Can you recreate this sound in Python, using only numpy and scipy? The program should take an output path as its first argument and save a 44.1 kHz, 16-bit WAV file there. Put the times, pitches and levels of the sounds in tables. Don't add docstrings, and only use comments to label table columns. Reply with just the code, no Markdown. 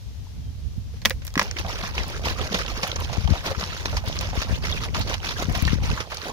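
import sys
import numpy as np
from scipy import signal
from scipy.fft import rfft, irfft, next_fast_len
from scipy.io import wavfile
from scipy.ndimage import uniform_filter1d, map_coordinates

SR = 44100
rng = np.random.default_rng(int(sys.argv[2]) if len(sys.argv) > 2 else 0)


def convert_level_to_amplitude(level_db):
    exponent = np.asarray(level_db, float) / 20
    return 10 ** exponent


def pcm_store(signal):
    levels = np.round(np.clip(np.atleast_2d(signal), -1, 1) * 32767)
    wavfile.write(sys.argv[1], SR, levels.astype(np.int16).T)


N = 278712

# f/Hz, level/dB per Hz
YARD_SPECTRUM = [(180, -57), (300, -9), (531, -4), (820, -7), (1400, -12.5), (2650, -10.5), (3190, -8.5),
                 (6030, -9.5), (8020, -22.5), (14000, -29), (16500, -51)]
# f/Hz, left minus right/dB
YARD_BALANCE = [(60, 4), (110, 1.5), (200, 11), (380, -4), (700, 4), (1290, 0.5), (2380, 1), (4400, -2),
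                (8120, 8.5), (15000, 25)]
# t/s, level/dB, f/Hz, length/s
CALLS = [
    (0.266, -45, 925, 0.0091),
    (.41, -61, 3230, 0.06),
    (.45, -59, 3170, 0.064),
    (1.31, -54, 3280, 0.053),
]
# t/s, left level/dB, right level/dB
GUSTS = [(0, -34.5, -37.5), (.55, -31, -31), (.92, -33, -31), (1.1, -29.5, -28.5), (1.3, -35.5, -36),
         (2.35, -29, -28.5), (2.68, -33.5, -30.5), (2.98, -30.5, -32.5), (3.12, -33.5, -30),
         (3.2, -29.5, -36), (3.35, -40, -36), (3.42, -28, -42), (3.72, -32.5, -39), (3.93, -31.5, -27.5),
         (5.05, -27, -28), (5.25, -36.5, -31), (5.62, -21.5, -33), (5.94, -28, -26), (6.03, -63, -36)]
# t/s, peak/dB, port (0 left, 1 right), width/ms, push before over suck
EDDIES = [(0.783, -14.5, 1, 2.83, 0.37), (2.412, -18, 1, 2.9, 1.1), (3.183, -7, 0, 2.9, 0),
          (3.245, -10.5, 0, 4, 0.19), (3.258, -4.5, 0, 4.5, 0.029), (3.29, -11.5, 0, 2.9, 0.46),
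          (3.296, -15, 0, 1.9, 0.11), (3.311, -5.5, 0, 2.73, 0.67), (3.324, -4, 0, 3, 0),
          (3.336, -14, 0, 4.6, 0), (3.581, -11, 0, 3.8, 0), (3.954, -17, 1, 4.1, 0.42),
          (3.97, -11.5, 1, 5.1, 0.13), (4.078, -13.5, 0, 3.1, 0), (4.377, -15, 0, 1.85, 0.76),
          (4.39, -9.5, 0, 6.5, 0.36), (4.511, -8.5, 0, 3.4, 0), (4.528, -11.5, 0, 2.2, 0.12),
          (4.539, -11, 0, 4, 0.32), (4.979, -17, 0, 3.3, 0.17), (4.987, -16, 1, 6.1, 0.2),
          (5.005, -12.5, 1, 2.6, 0.56), (5.488, -12, 0, 2.4, 1.1), (5.501, -13.5, 0, 2.2, 0.82),
          (5.518, -11, 0, 6.1, 0.95), (5.575, -12, 0, 2.5, .3), (5.628, -7, 0, 2.54, 0.52),
          (5.64, -13, 0, 5.1, 0), (5.653, -12.5, 0, 2.1, 0.23), (5.666, -9, 0, 4.1, 0.65),
          (5.683, -13, 0, 3.8, 0.61), (5.735, -7, 0, 2.45, 1.36), (5.746, -15, 0, 2.6, 0),
          (5.759, -14, 0, 2.05, .6), (5.826, -11.5, 0, 3.4, 0.69), (5.842, -15.5, 0, 1.9, 0.21),
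          (5.908, -14, 1, 2.3, 0.22), (5.932, -13.5, 0, 2.6, 0.31)]
# f/Hz, level/dB per Hz
BUFFET_SPECTRUM = [(12, -45), (20, -82), (43, -1), (92, -2), (165, -19.5), (238, -38), (271, -42),
                   (450, -34), (580, -63), (990, -120)]
# f/Hz, level/dB per Hz
FLUTTER_SPECTRUM = [(60, -4), (110, -8), (160, 2.5), (260, -5), (400, -28), (700, -55)]
# t/s, peak/dB, ring f/Hz, edge level/dB, t60/s
BUCKLES = [(1.0172, -36.5, 4320, -5, 0.079), (1.051, -12.5, 3700, -5, 0.038),
           (1.0562, -5.5, 3270, -2.5, 0.022), (1.0974, -17, 6160, 3, 0.0088),
           (1.106, -19, 2060, -10, 0.042), (1.2188, -38.5, 2430, -19, 0.089),
           (1.2504, -38, 1960, 17, 0.063), (1.268, -30.5, 4440, 9.5, 0.052),
           (1.278, -23.5, 5430, -8, 0.023), (1.304, -37, 5170, -19, 0.026), (1.34, -24, 6030, -8, 0.0076),
           (1.3554, -17.5, 1650, -12, 0.014), (1.3771, -11, 1460, -9.5, 0.019),
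           (1.3943, -5, 1350, -11, 0.021), (1.4135, -15, 1050, -32, 0.035), (1.4187, -17, 1470, -28, 0.025),
           (1.429, -26, 5660, 3, 0.061), (1.512, -13.5, 6200, -18, 0.01)]
# t/s, peak/dB, f/Hz, t60/s
POP_BACKS = [
    (0.938, -39, 450, 0.037),
    (1.109, -26.5, 520, 0.053),
    (1.3685, -4.5, 236, 0.014),
    (5.424, 0.5, 470, 0.0046),
    (1.3944, -15, 880, 0.0035),
]
# f/Hz, width/Hz, level/dB
WALL_MODES = [(553, 320, 3.5), (1056, 140, 6.5), (1650, 790, 6.5), (2430, 950, 8.5), (3500, 1800, 1.5),
              (5700, 1900, 0.5)]
# f/Hz, level/dB, t60/s
PANEL_MODES = [(655, -5, 0.023), (1050, -5, 0.028), (1320, -16, 0.036), (1650, -5, 0.028),
               (1960, -12.5, .025), (2330, -14, 0.016), (2900, -13, 0.022), (3330, -1, 0.012),
               (3700, -6, 0.012), (4400, -20, .02)]
# f/Hz, left minus right/dB
BOTTLE_BALANCE = [(60, -3), (110, -1), (200, -2.5), (380, -2.5), (700, -3), (1290, -0.5), (2380, -2.5),
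                  (4400, -5), (8120, -1), (15000, 6)]
# f/Hz, likeness
LIKENESS = [(300, 1), (1000, 0.77), (2500, 0.65), (5000, 0.021), (10000, 0.51), (15000, 0.11)]
# t/s, peak/dB
LANDINGS = [(1.059, -30), (1.377, -29), (1.415, -32.5), (1.645, -36), (1.832, -33.5), (2.197, -45),
            (2.265, -44), (2.512, -28.5), (2.541, -25), (2.832, -30), (3.469, -36.5), (3.625, -32)]
# t/s, peak/dB, f/Hz
BIG_BUBBLES = [(1.98, -14, 1050), (2.195, -23.5, 595), (2.269, -18, 525), (2.765, -24, 1480),
               (2.929, -22, 536), (2.961, -21, 473), (3.0, -27, 937), (3.053, -25, 958),
               (3.153, -21.5, 685), (3.172, -18, 725), (3.301, -25, 401), (3.63, -13, 1310),
               (3.767, -19.5, 1420), (3.857, -24, 470), (3.8576, -13, 1300), (3.949, -20.5, 589),
               (4.077, -20.5, 1110), (4.099, -18, 676), (4.332, -25, 694), (4.419, -19, 579),
               (4.448, -25, 530), (4.496, -24, 431), (4.628, -30, 960), (4.648, -30, 1070),
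               (4.737, -22, 1310), (4.748, -21.5, 484), (4.818, -30, 401), (4.859, -22, 894),
               (5.051, -28, 525), (5.103, -18, 447), (5.52, -26, 859), (5.551, -22, 738), (5.677, -18, 980),
               (5.785, -23, 522), (6.005, -21, 450), (6.073, -27, 684), (6.233, -29, 450),
               (6.258, -22, 458)]
# t/s, peak/dB, f/Hz
DROPLETS = [(1.5864, -17, 4480), (1.666, -21, 3320), (1.9381, -27, 2540), (1.9804, -8.5, 2770),
            (2.238, -24, 3310), (2.254, -19, 3110), (2.2976, -21, 4310), (2.414, -13.5, 3280),
            (2.544, -7.5, 3500), (2.6633, -24, 3220), (2.682, -17, 2820), (2.8275, -24, 4430),
            (2.828, -19, 2680), (2.96, -10.5, 6030), (3.2755, -17.5, 3240), (3.298, -31, 4180),
            (3.4586, -28, 2520), (3.6106, -13.5, 4750), (3.7016, -26, 3460), (3.856, -16, 4220),
            (3.9686, -10.5, 4940), (4.0607, -23, 5020), (4.077, -30, 3640), (4.127, -26, 3610),
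            (4.1894, -25, 5720), (4.2094, -28, 3010), (4.352, -25, 3500), (4.4189, -21, 2850),
            (4.6499, -24, 6030), (4.715, -15, 5710), (4.7247, -15.5, 3800), (4.837, -24, 4230),
            (4.943, -19, 2880), (5.0131, -17, 4250), (5.0964, -14.5, 6000), (5.1425, -22, 3180),
            (5.2026, -25, 3040), (5.2416, -24, 4660), (5.29, -20, 4050), (5.378, -23, 3100),
            (5.424, -23, 3630), (5.5504, -17, 3330), (5.652, -19, 4020), (5.6766, -19, 3530),
            (5.9012, -17, 4600), (6.0033, -22, 3430), (6.145, -18, 4880), (6.1734, -22, 5670)]
# t/s, peak/dB, f/Hz
CLEAR_BUBBLES = [(2.0, -34, 1960), (2.143, -40, 1590), (2.16, -45, 1580), (2.252, -40, 950),
                 (2.265, -30.5, 703), (2.358, -41, 1200), (2.39, -33, 1240), (2.61, -33, 1295),
                 (3.725, -36, 1330), (3.01, -36, 980), (4.645, -30, 2070), (4.722, -28, 3420),
                 (4.769, -33, 2380), (5.97, -33, 1390), (6.0, -32, 1260), (6.115, -38, 1144),
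                 (4.514, -44, 1640), (5.360, -34, 1590), (5.387, -36, 1340), (5.678, -27.5, 1806),
                 (5.910, -34, 1540)]
# t/s, peak/dB, cavity f/Hz, splash level/dB
WALL_SLAPS = [(1.586, -26, 4400, 5.5), (1.833, -13, 1070, -16), (1.98, -12, 2480, -12.5),
              (2.1, -23.5, 510, -8), (2.256, -13, 960, -5), (2.413, -21, 497, -5), (2.545, -9, 530, -2.5),
              (2.589, -12.5, 1470, -5.5), (2.831, -11.5, 696, 0.5), (2.875, -18, 616, -7),
              (3.129, -17, 710, -3.5), (3.469, -16.5, 616, -4), (3.611, -21, 1190, -2.5),
              (3.969, -17.5, 800, 2.5), (4.075, -12.5, 3750, -19), (4.21, -21, 596, 1),
              (4.652, -28, 1050, 10), (4.836, -26.5, 4000, 5), (4.946, -9.5, 1110, -7.5),
              (5.012, -15, 4250, -9), (5.098, -22.5, 483, -2.5), (5.24, -29, 1020, -12),
              (5.552, -18, 760, 3), (6.004, -19, 1190, 1)]
# t/s, peak/dB, cavity f/Hz, splash level/dB
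FLAT_SMACKS = [
    (2.963, -24, 865, 6.5),
    (3.275, -14.5, 805, -8.5),
    (3.8567, -15, 4000, 3),
    (4.419, -15.5, 900, -1),
    (5.141, -16, 870, 3),
]
# t/s, peak/dB, cavity f/Hz
AIR_POCKETS = [(1.567, -9.5, 2060), (1.647, -15, 810), (2.393, -15, 536), (2.522, -15, 550),
               (2.662, -10.5, 3140), (2.916, -6, 3730), (2.992, -18, 950), (3.096, -16, 760),
               (3.33, -13, 626), (3.353, -12.5, 805), (3.458, -11, 2430), (3.514, -16, 540),
               (3.548, -13.5, 1290), (3.928, -14, 650), (4.038, -19, 627), (4.127, -10.5, 3700),
               (4.189, -6, 5340), (4.33, -18, 655), (4.353, -17, 630), (4.715, -14, 3280),
               (5.291, -8, 3970), (5.651, -6.5, 3700), (5.678, -5.5, 1870), (5.975, -11.5, 1350),
               (6.12, -12.5, 1080), (6.17, -10, 5300), (6.283, -18, 520)]
# t/s, peak/dB
FINGER_TICKS = [(1.596, -11), (2.081, -12.5), (2.102, -18), (2.573, -29), (2.586, -12), (2.8239, -17),
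                (2.8763, -8), (3.003, -11.5), (3.459, -16), (3.6007, -21), (4.0591, -19), (4.7136, -22),
                (4.498, -26), (4.0446, -24), (4.0835, -11), (4.2105, -9), (4.353, -18), (4.422, -14),
                (4.9925, -10), (5.382, -18), (5.4237, -10), (5.5243, -15), (5.5512, -14), (5.576, -9.5),
                (5.623, -3), (5.497, -19), (6.146, -12), (6.2591, -23), (6.2824, -14)]
# f/Hz, level/dB per Hz
SPRAY_SPECTRUM = [(530, -94), (900, -4.5), (1760, -5), (2560, -4.5), (3520, -7.5), (5860, -8),
                  (6950, -14.5), (7450, -26), (13100, -26.5), (15200, -31), (16500, -64)]
# f/Hz, level/dB per Hz
GURGLE_SPECTRUM = [(150, 10), (280, 1.5), (500, 8.5), (1000, -18.5), (1800, -9), (3500, -21)]
# start t/s, hold/s, spray level/dB, gurgle over spray/dB
LIQUID_SURGES = [(1.394, 0.084, -37, -0.5), (1.685, 0.047, -33.5, 2), (1.955, 0.067, -33.5, -2),
                 (2.251, 0.053, -28.5, -1), (2.525, 0.1, -32.5, -3.5), (2.768, 0.014, -35, -1.5),
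                 (3.004, 0.048, -34, -2.5), (3.302, 0.1, -36.5, -2.5), (3.578, 0.09, -35.5, -3),
                 (3.855, 0.11, -36, -0.5), (4.204, 0.1, -37.5, -3), (4.485, 0.078, -37, 0),
                 (4.833, 0.0095, -30.5, -4), (5.082, 0.052, -31.5, -1), (5.389, 0.045, -30, -2),
                 (5.549, 0.19, -33.5, -5.5), (5.902, 0.11, -36, -0.5), (6.226, 0.067, -36, 2.5),
                 (1.585, 0.02, -33.5, -2.5), (1.784, 0.1, -34, -1.5), (2.08, 0.1, -38.5, 1),
               (2.378, 0.1, -34.5, -2), (2.686, 0.019, -31.5, -2.5), (2.82, 0.11, -35, -3.5),
               (3.1, 0.13, -38, -3), (3.453, 0.057, -32, 0.5), (3.702, 0.12, -35.5, -4),
               (4.069, 0.1, -35.5, -3), (4.361, 0.071, -31, -8.5), (4.641, 0.14, -33, -3),
               (4.965, 0.05, -31, -3.5), (5.244, 0.08, -30, -3.5), (5.482, 0.046, -40, 1.5),
               (5.841, 0.025, -30.5, -2.5), (6.11, 0.077, -37, -2)]


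def unit(x):
    return x / np.sqrt(np.mean(x ** 2) + 1e-20)


def along(points, hz):
    f, v = np.transpose(points)
    return np.interp(np.log(hz + 1), np.log(f + 1), v)


def curves(rows):
    s, *cols = np.transpose(rows)
    return [np.interp(np.arange(N) / SR, s, c) for c in cols]


def wobble(rate):
    knots = rng.standard_normal(int(N * rate / SR) + 4)
    return map_coordinates(knots, [np.arange(N) * rate / SR])


def bursts(rate, decay_s):
    jumps = (rng.random(N) < rate / SR) * rng.exponential(size=N)
    rough = signal.lfilter([1], [1, -np.exp(-1 / (decay_s * SR))], jumps)
    return unit(rough - rough.mean())


def filtered(x, response):
    m = next_fast_len(N + SR // 2)
    return irfft(rfft(x, m) * response(np.fft.rfftfreq(m, 1 / SR)), m)[..., :N]


def coloured(x, spectrum):
    return unit(filtered(x, lambda hz: convert_level_to_amplitude(along(spectrum, hz))))


def side_of_7k(x, order, kind="low"):
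    return signal.sosfilt(signal.butter(order, 7000, kind, fs=SR, output="sos"), x)


def resonances(modes):
    def response(f):
        total = 0
        for k, (centre, width, db) in enumerate(modes):
            damping = 1j * f * width
            total = total + (-1) ** k * convert_level_to_amplitude(db) * damping / (centre ** 2 - f ** 2 + damping)
        return total
    return response


def patches(x, depth, bins, frames):
    z = signal.stft(x, nperseg=256)[2]
    field = uniform_filter1d(rng.standard_normal(z.shape), size=bins, axis=0)
    field = uniform_filter1d(field, size=frames, axis=1)
    return signal.istft(z * np.exp(depth * unit(field)), nperseg=256)[1][:N]


def add(track, s, sound):
    part = track[round(s * SR):][:len(sound)]
    part += sound[:len(part)]


def ports(x, other, lag_s):
    turn = lambda hz: np.arccos(np.clip(along(LIKENESS, hz), -1, 1)) / 2
    mid, side = filtered(np.array([x, other]), lambda hz: np.array([np.cos(turn(hz)), 1j * np.sin(turn(hz))]))
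    half = np.array([[.5], [-.5]])

    def shift(hz):
        return convert_level_to_amplitude(half * along(BOTTLE_BALANCE, hz)) * np.exp(-2j * np.pi * hz * lag_s * half)
    return filtered(np.array([mid + side, mid - side]), shift)


def yard():
    hiss = coloured(rng.standard_normal((2, N)), YARD_SPECTRUM)
    half = np.array([[.5], [-.5]])
    hiss = filtered(hiss, lambda hz: convert_level_to_amplitude(along(YARD_BALANCE, hz) * half))
    calls = np.zeros(N)
    for s, db, hz, length in CALLS:
        t = np.arange(round(length * SR)) / SR
        add(calls, s, convert_level_to_amplitude(db) * np.hanning(len(t)) * np.sin(2 * np.pi * hz * t))
    drift_db = .5 * wobble(6)
    return convert_level_to_amplitude(-53.5 + drift_db) * hiss + calls


def wind():
    level_db = np.array(curves(GUSTS))
    calm_db = -26.5
    flutter_db = -9 + 0.79 * (level_db - calm_db)
    lumps = convert_level_to_amplitude(3.06 * np.array([wobble(25), wobble(25)]))
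    buffet = unit(lumps * coloured(rng.standard_normal((2, N)), BUFFET_SPECTRUM))
    flutter = unit(lumps * coloured(rng.standard_normal((2, N)), FLUTTER_SPECTRUM))
    thumps = np.zeros((2, N))
    ms = np.arange(SR // 20) / SR * 1000 - 15
    bump = lambda widths, at, wide: np.exp(-((widths - at) / wide) ** 2)
    for s, db, port, width_ms, push in EDDIES:
        u = ms / width_ms
        shape = push * bump(u, -1.04, 0.38) - bump(u, 0, 0.53) + 0.9 * bump(u, 1.93, 1.2)
        add(thumps[int(port > .5)], s - .015, convert_level_to_amplitude(db) * shape)
    low_cut = filtered(thumps, lambda f: f ** 4 / (42 ** 4 + f ** 4))
    return (buffet + convert_level_to_amplitude(flutter_db) * flutter) * convert_level_to_amplitude(level_db) + low_cut


def touch():
    start_s, length_s = 0.928, 0.075
    u = np.clip((np.arange(N) / SR - start_s) / length_s, 0, 1)
    rub = coloured(rng.standard_normal((2, N)) * convert_level_to_amplitude(3.2 * wobble(153)), SPRAY_SPECTRUM)
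    return convert_level_to_amplitude(-56) * np.sqrt(np.sin(np.pi * u) + 1e-12) * rub


def panel_ring(hz, t):
    reach_octaves = 0.82
    ring = np.zeros(len(t))
    for k, (f, level, decay) in enumerate(PANEL_MODES):
        far_db = 6.3 * (np.log2(f / hz) / reach_octaves) ** 2
        ring += (-1) ** k * convert_level_to_amplitude(level - far_db - 60 * t / decay) * np.sin(2 * np.pi * f * t)
    return ring


def cracks():
    snap, rattle, edge = np.zeros((3, N))
    t = np.arange(SR // 8) / SR
    for s, db, hz, edge_db, t60 in BUCKLES:
        noise = rng.standard_normal((3, len(t)))
        decay = convert_level_to_amplitude(-60 * t / (.5 * t60))
        band = signal.lfilter(*signal.iirpeak(hz, 2.2, SR), noise[2] * decay)
        ping = 0.39 * np.sin(2 * np.pi * hz * t) * decay
        add(snap, s, convert_level_to_amplitude(db - 5.5) * (band / np.abs(band).max() + ping))
        if hz < 4000 and db > -30:
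            add(snap, s, -convert_level_to_amplitude(db - 7.5) * panel_ring(hz, t))
        if hz < 4000:
            u = t * 1000 / 0.5
            add(snap, s, -convert_level_to_amplitude(db - 3) * np.sin(2 * np.pi * u) * np.exp(-u))
        size_db = db - 8 * np.log2(max(hz / 3500, 1))
        rattle_gain = convert_level_to_amplitude(size_db - 9.5 - 60 * t / t60) + convert_level_to_amplitude(size_db - 23.0 - 60 * t / 0.11)
        add(rattle, s, noise[0] * rattle_gain)
        sharp_db = db + edge_db
        edge_gain = convert_level_to_amplitude(sharp_db - 5.5 - 60 * t / 0.0027) + convert_level_to_amplitude(sharp_db - 29.5 - 60 * t / 0.13)
        add(edge, s, noise[1] * edge_gain)
    for s, db, hz, t60 in POP_BACKS:
        onset = 1 - np.exp(-t / 0.0021)
        add(snap, s, -convert_level_to_amplitude(db - 1.5 - 60 * t / t60) * onset * np.sin(2 * np.pi * hz * t))
    body = snap + filtered(rattle, resonances(WALL_MODES))
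    return side_of_7k(body, 8) + side_of_7k(edge, 3, "high")


def mass():
    out, t = np.zeros(N), np.arange(SR // 8) / SR
    boom_hz, boom_t60 = 188, 0.083
    plop_cycles, drop_cycles = 7, 22
    blip_s, blip_rise = 0.014, 0.014
    for s, db in LANDINGS:
        turns = boom_hz * 2 ** (0.07 * rng.standard_normal()) * t
        onset = 1 - np.exp(-t / 0.0008)
        add(out, s, convert_level_to_amplitude(db - 60 * t / boom_t60) * onset * np.sin(2 * np.pi * turns))
    for s, db, hz in BIG_BUBBLES:
        add(out, s, -convert_level_to_amplitude(db - 6 - 60 * hz * t / plop_cycles) * np.sin(2 * np.pi * hz * t))
    for s, db, hz in DROPLETS:
        add(out, s, convert_level_to_amplitude(db - 8.5 - 60 * hz * t / drop_cycles) * np.sin(2 * np.pi * hz * t))
    for s, db, hz in CLEAR_BUBBLES:
        u = np.clip(t / blip_s, 0, 1)
        add(out, s, convert_level_to_amplitude(db) * np.sin(np.pi * u) ** 2 * np.sin(2 * np.pi * hz * t * (1 + blip_rise * u)))
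    return side_of_7k(out, 6)


def slaps():
    pops, splash, ticks = np.zeros((3, N))
    t = np.arange(SR // 8) / SR
    slap_t60, smack_t60 = 0.081, 0.039
    pocket_splash_db, pocket_cycles = -42, 41
    hits = [(*row, slap_t60) for row in WALL_SLAPS]
    hits += [(*row, smack_t60) for row in FLAT_SMACKS]
    hits += [(s, db, hz, pocket_splash_db, pocket_cycles / hz) for s, db, hz in AIR_POCKETS]
    for s, db, hz, splash_db, t60 in hits:
        noise = rng.standard_normal((2, len(t))) * (1 - np.exp(-t / 0.00022))
        pocket = signal.lfilter(*signal.iirpeak(hz, 3.2, SR), noise[0] * convert_level_to_amplitude(-60 * t / (1.53 * t60)))
        add(pops, s, convert_level_to_amplitude(db - 14.5) * pocket / np.abs(pocket).max())
        burst = convert_level_to_amplitude(-3.0 - 60 * t / t60) + convert_level_to_amplitude(-6.5 - 60 * t / 0.0039)
        add(splash, s, convert_level_to_amplitude(db + splash_db + 1.0) * burst * noise[1])
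    for s, db in FINGER_TICKS:
        add(ticks, s, convert_level_to_amplitude(db - 23.5 - 60 * t / 0.013) * rng.standard_normal(len(t)))
    ticks = filtered(ticks, lambda f: (1j * f / (3500 + 1j * f)) ** 2)
    return side_of_7k(pops, 6) + ticks + filtered(splash, lambda hz: convert_level_to_amplitude(along(SPRAY_SPECTRUM, hz)))


def bubbles(count, hz, octaves, cycles, spread_db, rise, size):
    at, tone, big = rng.random(count), rng.standard_normal(count), rng.exponential(size=count)
    pitch = np.clip(hz * 2 ** (octaves * tone), 150, 9000)
    turns = pitch[:, None] * np.arange(size) / SR
    wave = np.sin(2 * np.pi * turns * (1 + rise * turns / cycles))
    wave *= np.exp(-turns / cycles) * (1 - np.exp(-2 * turns))
    wave *= convert_level_to_amplitude(spread_db * big)[:, None] * np.hanning(2 * size)[size:]
    where = (at * N).astype(int)[:, None] + np.arange(size)
    return unit(np.bincount(where.ravel(), wave.ravel(), N + size)[:N])


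def surges(rise_db, fall_db, gurgle):
    sag_db, froth_db = 6.5, -52
    s, hold, db, rel_db = np.transpose(LIQUID_SURGES)[..., None]
    t = np.arange(0, N + 64, 64) / SR
    u = t - s
    froth = convert_level_to_amplitude(2 * froth_db) * (t > s.min())
    shape_db = rise_db * np.minimum(u, 0) - sag_db * np.clip(u, 0, hold) - fall_db * np.maximum(u - hold, 0)
    power = np.sum(convert_level_to_amplitude(db + gurgle * rel_db + shape_db) ** 2, axis=0)
    return np.interp(np.arange(N) / SR, t, np.sqrt(power + froth))


def slosh():
    fizz = bubbles(count=5000, hz=2900, octaves=0.648, cycles=2.4, spread_db=3.0, rise=0.07, size=260)
    fizz = filtered(fizz, lambda hz: 1 / (1 + (hz / 6800) ** 16))
    sheet = patches(rng.standard_normal(N) * convert_level_to_amplitude(3.0 * wobble(440)), depth=0.28, bins=10, frames=7)
    spray = unit(coloured(sheet, SPRAY_SPECTRUM) + 0.56 * fizz)
    spray = spray * surges(rise_db=593, fall_db=349, gurgle=0)
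    glugs = bubbles(count=2500, hz=751.4, octaves=0.748, cycles=4.0, spread_db=1.7, rise=0.07, size=800)
    gurgle = 0.55 * coloured(rng.standard_normal(N), GURGLE_SPECTRUM) + 0.8 * glugs
    gurgle = unit(patches(gurgle, depth=0.34, bins=3, frames=9))
    gurgle = gurgle * surges(rise_db=379, fall_db=309, gurgle=1.0)
    breaking = convert_level_to_amplitude(1.2 * np.minimum(bursts(rate=90, decay_s=0.016), 2) + 1.1 * wobble(160))
    return (convert_level_to_amplitude(-6.0) * spray + convert_level_to_amplitude(-7.5) * gurgle) * breaking


def scene():
    liquid, buckling, other = slosh() + mass(), cracks(), cracks()
    scattered = patches(liquid, depth=3j, bins=5, frames=9)
    shaken = ports(liquid + slaps(), 1.555 * scattered + slaps(), lag_s=.0002)
    lifted = np.arange(N) > 1.2 * SR
    grab = ports(buckling * ~lifted, 1.22 * other * ~lifted, lag_s=0.00006)
    grab = grab + ports(buckling * lifted, 1.08 * other * lifted, lag_s=0.00017)
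    return convert_level_to_amplitude(6) * (shaken + grab) + wind() + yard() + touch()


def roll_off(x):
    return signal.sosfilt(signal.butter(12, 17080, fs=SR, output="sos"), x)


def record(dry):
    held = dry / (1 + np.abs(dry / .98) ** 8) ** (1 / 8)
    limited = filtered(held, lambda hz: 1 / (1 + (hz / 15820) ** 300))
    return roll_off(limited)


dry = scene()
out = record(dry)
pcm_store(out)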